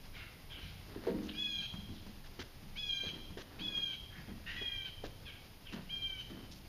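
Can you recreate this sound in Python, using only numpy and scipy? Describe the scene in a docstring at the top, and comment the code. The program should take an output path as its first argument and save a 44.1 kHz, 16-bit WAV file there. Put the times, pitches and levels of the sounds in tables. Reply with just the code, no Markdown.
"""Boat launch ringed by trees, one microphone channel: a canoe is slid onto a pickup.
Under it lie a low rumble of chance level, an open-air wash and a fine hiss, all shaped noise.
Far off, hoarse squawks glide on rough harmonics; nearer, a bird repeats a nasal call of partials that frays.
Closest is the work: ringing hull modes, ticks, friction of tiny slips, shoe thuds, gritty scuffs and rustles.
Echoes and a diffuse tail of noise put the birds among the trees; the work has the tail alone."""
import sys
import numpy as np
from scipy import signal
from scipy.fft import rfft, irfft
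from scipy.io import wavfile

SR = 44100
rng = np.random.default_rng(int(sys.argv[2]) if len(sys.argv) > 2 else 0)


def put_to_file(sound):
    """Save the sound as 16-bit audio at rate SR, in the file named by the first command-line argument."""
    columns = np.atleast_2d(sound).T  # one column per channel
    safe = np.clip(columns, -1, 1)
    whole_steps = np.round(safe * 32767)
    wavfile.write(sys.argv[1], SR, whole_steps.astype(np.int16))


N = 294706
TIME = np.arange(N) / SR


def from_db(db):
    """Decibels to amplitude gain."""
    return 10 ** (np.asarray(db) / 20)


def rms_one(x):
    """Scale to unit power."""
    return x / np.sqrt(np.mean(x ** 2) + 1e-20)


def in_time(rows, t=TIME):
    """Each column of a curve, read at the times t."""
    s, *columns = np.transpose(rows)
    return [np.interp(t, s, column) for column in columns]


def coloured(x, spectrum):
    """Shape x by a spectrum of (f/Hz, level/dB) points, straight over log frequency; rms 1."""
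    hz, db = np.transpose(spectrum)
    bins = np.maximum(np.fft.rfftfreq(N, 1 / SR), 1)
    gain = from_db(np.interp(np.log(bins), np.log(hz), db))
    return rms_one(irfft(rfft(x) * gain, N))


def filtered(x, hz, kind, order=2):
    """Butterworth filter."""
    return signal.sosfilt(signal.butter(order, hz, kind, fs=SR, output="sos"), x)


def noise(count=N):
    """White noise."""
    return rng.standard_normal(count)


def wobble(hz, count=N):
    """Random motion up to a given speed; rms 1."""
    return rms_one(filtered(noise(count), hz, "low"))


def gate(t, length, edge):
    """On from 0 to length, with sloping edges."""
    return np.clip(t / edge, 0, 1) * np.clip((length - t) / edge, 0, 1)


def bell(hz, centre_hz, octaves):
    """Gain of a resonance with steep skirts, 1 at its centre."""
    return 1 / (1 + (np.log2(hz / centre_hz) / octaves) ** 2) ** 2


def add(out, s, sound):
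    """Mix a sound in at time s."""
    at = max(round(s * SR), 0)
    out[at:at + len(sound)] += sound[:N - at]


# Spectrum of the open air: [f/Hz, relative level per Hz/dB]
AIR_SPECTRUM = [(12, -45), (20, 3.5), (33, -8), (59, -8.5), (120, -5.5), (244, -12.5), (361, -16),
                (589, -19.5), (734, -19), (1420, -25), (2830, -23), (4180, -26.5), (5090, -23), (5610, -30),
                (7000, -31), (9100, -58), (15400, -120)]
# Spectrum of the hiss: [f/Hz, relative level per Hz/dB]
HISS_SPECTRUM = [(6000, -16), (8000, -8.5), (9500, -2), (11000, -2.5), (13500, -2), (15000, -8),
                 (16000, -4)]
# Chance wander of the low rumble's level, before its gain and faster flutter: [t/s, level/dB]
RUMBLE_WANDER = [(0.1, -55), (0.19, -53), (1.31, -51), (1.48, -58.5), (1.75, -50), (2.33, -56.5),
                 (5.37, -51.5), (5.48, -55), (6.55, -52), (6.6, -54)]
# Level of the treble hiss before its gain: [t/s, level/dB]
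HISS_LEVELS = [(0.1, -65.5), (1.35, -65), (1.69, -66.5), (6.6, -66.5)]
AIR_DB = -65   # mean wash level, referred to its 400-1300 Hz band


def background(rumble_gain_db=0.0, hiss_gain_db=-0.1, flutter_db=1.5, sway_db=1.0):
    """Noise in three bands: low rumble with a chance wander, swaying wash of open air and fine hiss."""
    rumble_db, = in_time(RUMBLE_WANDER)
    hiss_db, = in_time(HISS_LEVELS)
    rumble = rms_one(filtered(coloured(noise(), AIR_SPECTRUM), 102.7, "low", order=4))
    rumble *= from_db(rumble_db + rumble_gain_db + flutter_db * wobble(7.5))
    air = filtered(coloured(noise(), AIR_SPECTRUM), [110, 7200], "band", order=4)
    air /= np.std(filtered(air, [400, 1300], "band"))
    air *= from_db(AIR_DB + sway_db * wobble(12))
    hiss = coloured(noise(), HISS_SPECTRUM) * from_db(hiss_db + hiss_gain_db)
    return rumble + air + hiss


# Far-off hoarse squawks: [t/s, length/s, level/dB before the mix, starting pitch f/Hz,
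# starting throat f/Hz, throat glide/octaves, throat width/octaves, roughness (relative)]
FAR_SQUAWKS = [(0.124, 0.13, -55, 817, 2590, -0.41, 0.78, 0.82),
               (.49, .11, -54, 846, 3140, -0.33, 0.3, 0.8), (0.576, .16, -60, 818, 3000, -0.23, 1, 0.85),
               (1.281, 0.029, -49, 827, 3350, -0.17, 0.39, 1.23),
               (1.918, 0.11, -64, 825, 3600, -0.074, 0.55, 1.23),
               (4.097, .13, -61, 845, 1720, 0.22, 0.41, 1.23),
               (4.457, 0.085, -47.5, 877, 2010, 0.26, 0.78, 0.83),
               (4.524, .07, -54.5, 970, 2410, 0.039, 0.7, 0.8),
               (4.543, 0.07, -52, 967, 2000, -0.0047, .3, .28),
               (5.25, 0.066, -53, 896, 3230, -0.38, .36, 0.48),
               (5.65, 0.07, -56.5, 817, 3070, -0.44, 0.2, 0.77)]
PITCH_FOLLOWS = .88   # share of the throat's glide in octaves that the pitch makes


def squawks(jitter=0.046, rasp=1.0, flutter_db=1.5, low_db=-11, low_octaves=0.13):
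    """Short gliding cries: shaky harmonics under a sliding throat resonance and a weaker fixed low one."""
    out = np.zeros(N)
    for s, length, db, first_hz, first_throat_hz, glide, octaves, rough in FAR_SQUAWKS:
        count = round(length * SR)
        t = np.arange(count) / SR
        throat_hz = first_throat_hz * 2 ** (glide * t / length)
        pitch = first_hz * 2 ** (PITCH_FOLLOWS * glide * t / length)
        shaky_pitch = pitch * (1 + jitter * rough * wobble(250, SR)[:count])
        phase = 2 * np.pi * np.cumsum(shaky_pitch) / SR
        cry = np.zeros(count)
        for k in range(2, 8):
            gain = bell(k * pitch, throat_hz, octaves)
            gain += from_db(low_db) * bell(k * pitch, 1590, low_octaves)
            roughness = 1 + rasp * rough * wobble(350, SR)[:count]
            cry += gain * np.sin(k * phase) * roughness
        cry *= from_db(flutter_db * rough * wobble(83, SR)[:count])
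        cry *= gate(t, length, length / 4)
        add(out, s, from_db(db) * rms_one(cry))
    return out


# Pitch before scoop, sag and jitter, one table a call: [t/s, f/Hz]
CALL_PITCH = [
    [(1.335, 814), (1.359, 813.7), (1.409, 848.5), (1.613, 793), (1.619, 810), (1.637, 804), (1.665, 790)],
    [(2.757, 798), (2.767, 789), (2.791, 852.4), (2.917, 802.2), (3.031, 790.7), (3.073, 822), (3.1, 767)],
    [(3.59, 809), (3.598, 774), (3.638, 853.6), (3.72, 819.9), (3.832, 811.4), (3.958, 760), (3.965, 770)],
    [(4.56, 803), (4.572, 829), (4.596, 829), (4.772, 790.4), (4.856, 781.6), (4.882, 762), (4.895, 738)],
    [(5.892, 742), (5.906, 802), (5.93, 801), (6.086, 786.6), (6.196, 753), (6.202, 785), (6.222, 718)],
]
# Strong fourth partial before fray, throb and trim, one table a call: [t/s, level/dB]
CALL_LEVEL = [
    [(1.335, -62), (1.343, -63), (1.355, -57), (1.403, -37), (1.449, -39), (1.463, -53), (1.527, -44.5),
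     (1.629, -41), (1.665, -43)],
    [(2.757, -62), (2.765, -52), (2.789, -42.5), (2.823, -41), (2.883, -51), (2.897, -38), (3.015, -45),
     (3.091, -42), (3.1, -39)],
    [(3.59, -62), (3.594, -51), (3.622, -45), (3.684, -42), (3.71, -57), (3.756, -38.5), (3.818, -44),
     (3.832, -39.5), (3.965, -49)],
    [(4.56, -53), (4.574, -50.5), (4.68, -40.5), (4.698, -55), (4.708, -43.5), (4.774, -47), (4.842, -51.5),
     (4.858, -41.5), (4.895, -48)],
    [(5.892, -54), (5.904, -48), (5.944, -38.5), (5.998, -53.5), (6.036, -40.5), (6.118, -48), (6.126, -62),
     (6.214, -41), (6.222, -49)],
]
# Voice of each call: [side partials' level re the fourth's scale/dB, extra for the upper ones/dB,
# fade-in/s, scoop as share of pitch, fray at the start (0-1), fray at the end (0-1)]
CALL_VOICE = [(-49.5, -3, .003, 0.0598, 0.75, 0.54), (-49, -3.5, .004, .13, 0.63, 0.5),
              (-51.5, -4.5, .003, 0.0813, 0.97, .67), (-50.5, -10.5, 0.011, 0.0058, 0.34, 0.5),
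              (-53.5, -7.5, .005, 0.047, 0.2, 0.35)]
# Partials around the fourth: [multiple of pitch, added level at the start/dB, at the end of a call/dB]
SIDE_PARTIALS = [(2, -20, -9.5), (3, -3.5, -4.5), (5, -19, -6.5), (6, -9, -20), (7, -20, -21.5),
                 (8, -20, -11), (9, -42, -34)]
# Spectrum of the rasp: [f/Hz, relative level/dB]
RASP_SPECTRUM = [(1000, -25), (1600, -6), (2000, -27), (2500, 0.5), (3200, -14), (3800, -5), (4700, -11.5),
                 (6300, -39.5), (8000, -37)]
NASAL_HZ, NASAL_OCTAVES, NASAL_DB = 3999, 0.032, 8   # lifts the fifth partial as the pitch passes 800 Hz
JITTER, FRAY_RASP = .0024, .7   # steady jitter as share of pitch; rasp gain added at full fray
END_DB, FRAY_UPPER_DB = -2, 0.5   # weakening at the end; lift of the upper partials at full fray
FADE_S = 0.017   # cut-off of a call


def bird(voice_db=0.9, fray_jitter=0.034, rasp_db=-32, onset_s=0.033, fray_s=0.062,
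         scoop_s=0.01185, drop=0.031, flutter_db=3.0, throb_db=1.27):
    """A reedy tone, strong in its fourth partial, scoops up as it starts, sags and breaks up as it ends."""
    out = np.zeros(N)
    rasp = coloured(noise(), RASP_SPECTRUM)
    shake = wobble(200)
    for course, level, voice in zip(CALL_PITCH, CALL_LEVEL, CALL_VOICE):
        side_db, upper_db, fade_s, scoop, start_fray, end_fray = voice
        on = (TIME > course[0][0] - .002) & (TIME < course[-1][0] + .008)
        t = TIME[on]
        since, until = t - t[0], t[-1] - t
        pitch, = in_time(course, t)
        fourth_db, = in_time(level, t)

        ending = np.exp(-(until / fray_s) ** 2)
        starting = np.exp(-(since / onset_s) ** 2)
        fray = np.clip(start_fray * starting + end_fray * ending, 0, 1)
        # low pressure lowers the pitch at both ends
        slack = scoop * np.exp(-since / scoop_s) + drop * np.exp(-until / scoop_s)
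        jitter = (JITTER + fray_jitter * fray) * shake[on]
        phase = 2 * np.pi * np.cumsum(pitch * (1 - slack + jitter)) / SR

        throb = throb_db * wobble(50, SR)[:len(t)]
        tone = from_db(fourth_db + throb) * np.sin(4 * phase)
        for multiple, first_db, last_db in SIDE_PARTIALS:
            k = round(multiple)
            db = side_db + np.linspace(first_db, last_db, len(t))
            db += (upper_db + FRAY_UPPER_DB * fray) * (k > 4)
            db += NASAL_DB * bell(k * pitch, NASAL_HZ, NASAL_OCTAVES)
            db += flutter_db * wobble(26, SR)[:len(t)]
            tone += from_db(db) * np.sin(k * phase)

        hoarse = from_db(fourth_db) * (from_db(rasp_db) + FRAY_RASP * fray) * rasp[on]
        fades = np.clip(np.minimum(since / fade_s, until / FADE_S), 0, 1)
        cry = np.sqrt(2) * tone * (1 - fray / 2) + hoarse
        out[on] += cry * from_db(END_DB * ending) * fades
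    return from_db(voice_db) * out


# Delays of the ground, the truck and the tree line: [t/s, level/dB]
SITE_ECHOES = [(.021, -7), (.058, -10), (0.094, -26.5), (.135, -45), (0.272, -23)]


def echoes(x):
    """Single echoes beat against a gliding tone and make it throb."""
    return sum(from_db(db) * np.interp(TIME - s, TIME, x, left=0) for s, db in SITE_ECHOES)


def trees(x, wet_db, t60, build_s=0.028):
    """Trunks and leaves scatter a diffuse tail that builds up and dies away."""
    t = np.arange(SR) / SR
    tail = noise(SR) * from_db(-60 * t / t60) * (1 - np.exp(-t / build_s))
    return from_db(wet_db) * signal.fftconvolve(x, tail / np.linalg.norm(tail))[:N]


# Light rustles close by: [t/s, length/s, level/dB]
CLOTH_RUSTLES = [(1.03, 0.042, -68), (1.227, 0.049, -60), (6.51, 0.03, -57), (6.544, 0.047, -62)]


def rustles(grain_db=4):
    """Thin brushes of cloth and strap: band noise with a grainy level."""
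    grains = rms_one(filtered(noise() * from_db(grain_db * wobble(200)), [3000, 6300], "band"))
    return grains * sum(from_db(db) * gate(TIME - s, length, 0.0017) for s, length, db in CLOTH_RUSTLES)


# Footfalls: [t/s, thud level/dB, thud f/Hz, scuff level/dB, scuff length/s]
FOOTFALLS = [(2.239, -63, 250, -59.5, 0.039), (2.391, -33.5, 284, -47, 0.039),
             (3.035, -38, 370, -59, 0.056), (3.371, -34.5, 396, -52.5, 0.056),
             (4.615, -38, 390, -57, 0.023), (5.038, -31, 377, -52.5, 0.032), (5.722, -49, 303, -53, 0.026)]
# Spectrum of grit under a sole: [f/Hz, relative level/dB]
GRIT_SPECTRUM = [(200, -28), (600, -19.5), (1100, -6), (1700, 0.5), (2300, -7), (3100, -1.5), (4200, -7),
                 (6000, -11), (7300, -18.5), (9500, -36)]


def shoes(thud_t60=0.011, body_t60=0.14, body_db=-8, body_octaves=0.57, grain_db=-2.5):
    """A sole lands with a dead decaying tone and band noise, and drags briefly over grit."""
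    out, t = np.zeros(N), np.arange(SR // 4) / SR
    grit = coloured(noise() * from_db(grain_db * wobble(420)), GRIT_SPECTRUM)
    for s, thud_db, thud_hz, scuff_db, length in FOOTFALLS:
        thud = np.sin(2 * np.pi * thud_hz * t) * from_db(-60 * t / thud_t60)
        band = thud_hz * 2 ** (body_octaves * np.array([-1, 1]))
        body = rms_one(filtered(noise(len(t)), band, "band"))
        body *= from_db(body_db - 60 * t / body_t60)
        add(out, s, from_db(thud_db) * (thud + body))
        out += from_db(scuff_db) * grit * gate(TIME - s, length, 0.0027)
    return out


# Hull dragging on the truck: [t/s, length/s, level/dB]
HULL_DRAGS = [(0.547, 0.075, -58.5), (0.834, 0.23, -55), (1.018, 0.11, -48.5), (1.054, 0.31, -56.5),
              (3.008, 0.24, -57.5), (3.376, 0.53, -56.5), (4.265, 0.07, -57.5), (5.708, 0.12, -51),
              (6.25, 0.25, -58)]
# Spectrum of that friction: [f/Hz, relative level/dB]
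FRICTION_SPECTRUM = [(120, -11), (250, 12), (450, 5.5), (700, 0.5), (1200, -3), (1800, -2), (2600, -10.5),
                     (4500, -10), (8000, -66)]


def drags(slips_per_s=1500):
    """Dense tiny random slips where the hull rubs along."""
    slips = coloured(noise() * (rng.random(N) < slips_per_s / SR), FRICTION_SPECTRUM)
    return slips * sum(from_db(db) * gate(TIME - s, length, length / 3) for s, length, db in HULL_DRAGS)


def nudges(count=6, from_s=0.9, level_db=-54, spread_db=3, centre_hz=200, ring_share=0.75, tick_db=-67):
    """Faint touches on the hull at random moments, as rows like those of the bumps."""
    rows = []
    for when, force, place in rng.random((count, 3)):
        s = from_s + when * (N / SR - from_s)
        db = level_db + spread_db * (2 * force - 1)
        hz = centre_hz * 2 ** (place - .5)
        rows.append((s, db, hz, ring_share, tick_db))
    return rows


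# Modes of the canoe hull: [f/Hz, relative level/dB, t60/s before a bump's ring share]
HULL_MODES = [(90, 10.5, 0.23), (145.4, -1.5, 0.4), (163.3, 2.5, 0.7), (190.9, 4.5, 0.57), (209.5, -5.5, 1),
              (231, -1, 0.51), (263, -2, 0.45), (306.7, -5, 0.85), (334, 1, 0.42), (390.5, 1.5, 0.44),
              (398.7, -8.5, 0.59), (465, 4, 0.23), (484, -15.5, 0.49), (518, -3, 0.51), (564, -9, 0.9),
              (655, 3, 0.56), (750, 9, 0.07), (935, 24.5, 0.087)]
# Clear bumps: [t/s, ringing level/dB before the contact filter, centre of the modes struck f/Hz,
# share of the ring time, contact tick level/dB]
HULL_BUMPS = [(.631, -48, 124, 3.3, -61), (0.96, -38, 314, 0.5, -68), (1.068, -27.5, 413, 0.54, -54),
              (1.083, -29.5, 407, 0.9, -60), (1.098, -31, 282, 0.74, -57), (1.143, -35, 268, 1.6, -66),
              (1.572, -42.5, 126, 0.59, -72), (1.737, -42.5, 190, 1.16, -51.5), (1.89, -44, 267, 0.96, -62),
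              (1.901, -40, 93, 0.9, -75), (2.065, -43, 212, 0.42, -57.5), (2.628, -49.5, 194, 1.15, -68),
              (3.068, -44, 131, 0.9, -70), (3.132, -48, 286, 1.4, -74), (3.305, -40.5, 120, 0.57, -60),
              (3.605, -41.5, 259, 0.85, -63), (3.772, -49, 157, 0.38, -52), (4.181, -44.5, 149, 0.57, -77),
              (4.28, -43, 202, 0.44, -67), (4.315, -44, 236, 0.58, -64), (5.732, -35.5, 234, 0.25, -53.5),
              (5.764, -45, 189, 1.2, -61), (6.3, -45.5, 255, 1.87, -56)]
SPREAD_OCTAVES = 0.61   # reach of a bump around its centre


def hull(tick_t60=0.12, contact_hz=1100, contact_s=0.00075):
    """Each bump rings the decaying modes near its own centre, with a small hard tick at the contact."""
    out, t = np.zeros(N), np.arange(SR // 2) / SR
    hz, mode_db, t60 = np.transpose(HULL_MODES)
    for s, db, centre_hz, ring_share, tick_db in HULL_BUMPS + nudges():
        strength = from_db(mode_db + rng.normal(0, 2.9, len(hz)))
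        strength *= bell(hz, centre_hz, SPREAD_OCTAVES)
        strength *= rng.choice([-1, 1], len(hz)) / np.linalg.norm(strength)
        decay = from_db(-60 * np.outer(1 / (t60 * ring_share), t))
        rings = np.sin(2 * np.pi * np.outer(hz, t)) * decay
        thump = strength @ rings * (1 - np.exp(-t / contact_s))
        add(out, s, from_db(db) * filtered(thump, contact_hz, "low"))
        tick = rms_one(filtered(noise(len(t)), [600, 1800], "band", order=1))
        add(out, s, from_db(tick_db) * tick * from_db(-60 * t / tick_t60))
    return out


def scene(leaves_hz=2750):
    """Open air, birds among the trees and the work on the ramp, on one channel."""
    far, cries = squawks(), bird()
    work = hull() + drags() + shoes() + rustles()
    returned = filtered(cries, leaves_hz, "high", order=4)   # the surroundings return mostly treble
    far_birds = from_db(0.5) * (far + echoes(far)) + trees(far, wet_db=-2.5, t60=0.77)
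    near_bird = cries + echoes(returned) + trees(returned, wet_db=-6, t60=0.91)
    ramp = work + trees(work, wet_db=-13, t60=0.53)
    return (background() + far_birds + near_bird + ramp)[None]


def record(dry):
    """The recorder has a narrow dip in the treble and a steep top cut."""
    b, a = signal.iirnotch(7900, 5, fs=SR)
    dipped = signal.lfilter(b, a, dry)
    top_cut = signal.ellip(10, .1, 80, 15300, fs=SR, output="sos")   # order, ripple/dB, stop/dB, f/Hz
    return signal.sosfilt(top_cut, dipped)


dry = scene()
out = record(dry)
put_to_file(out)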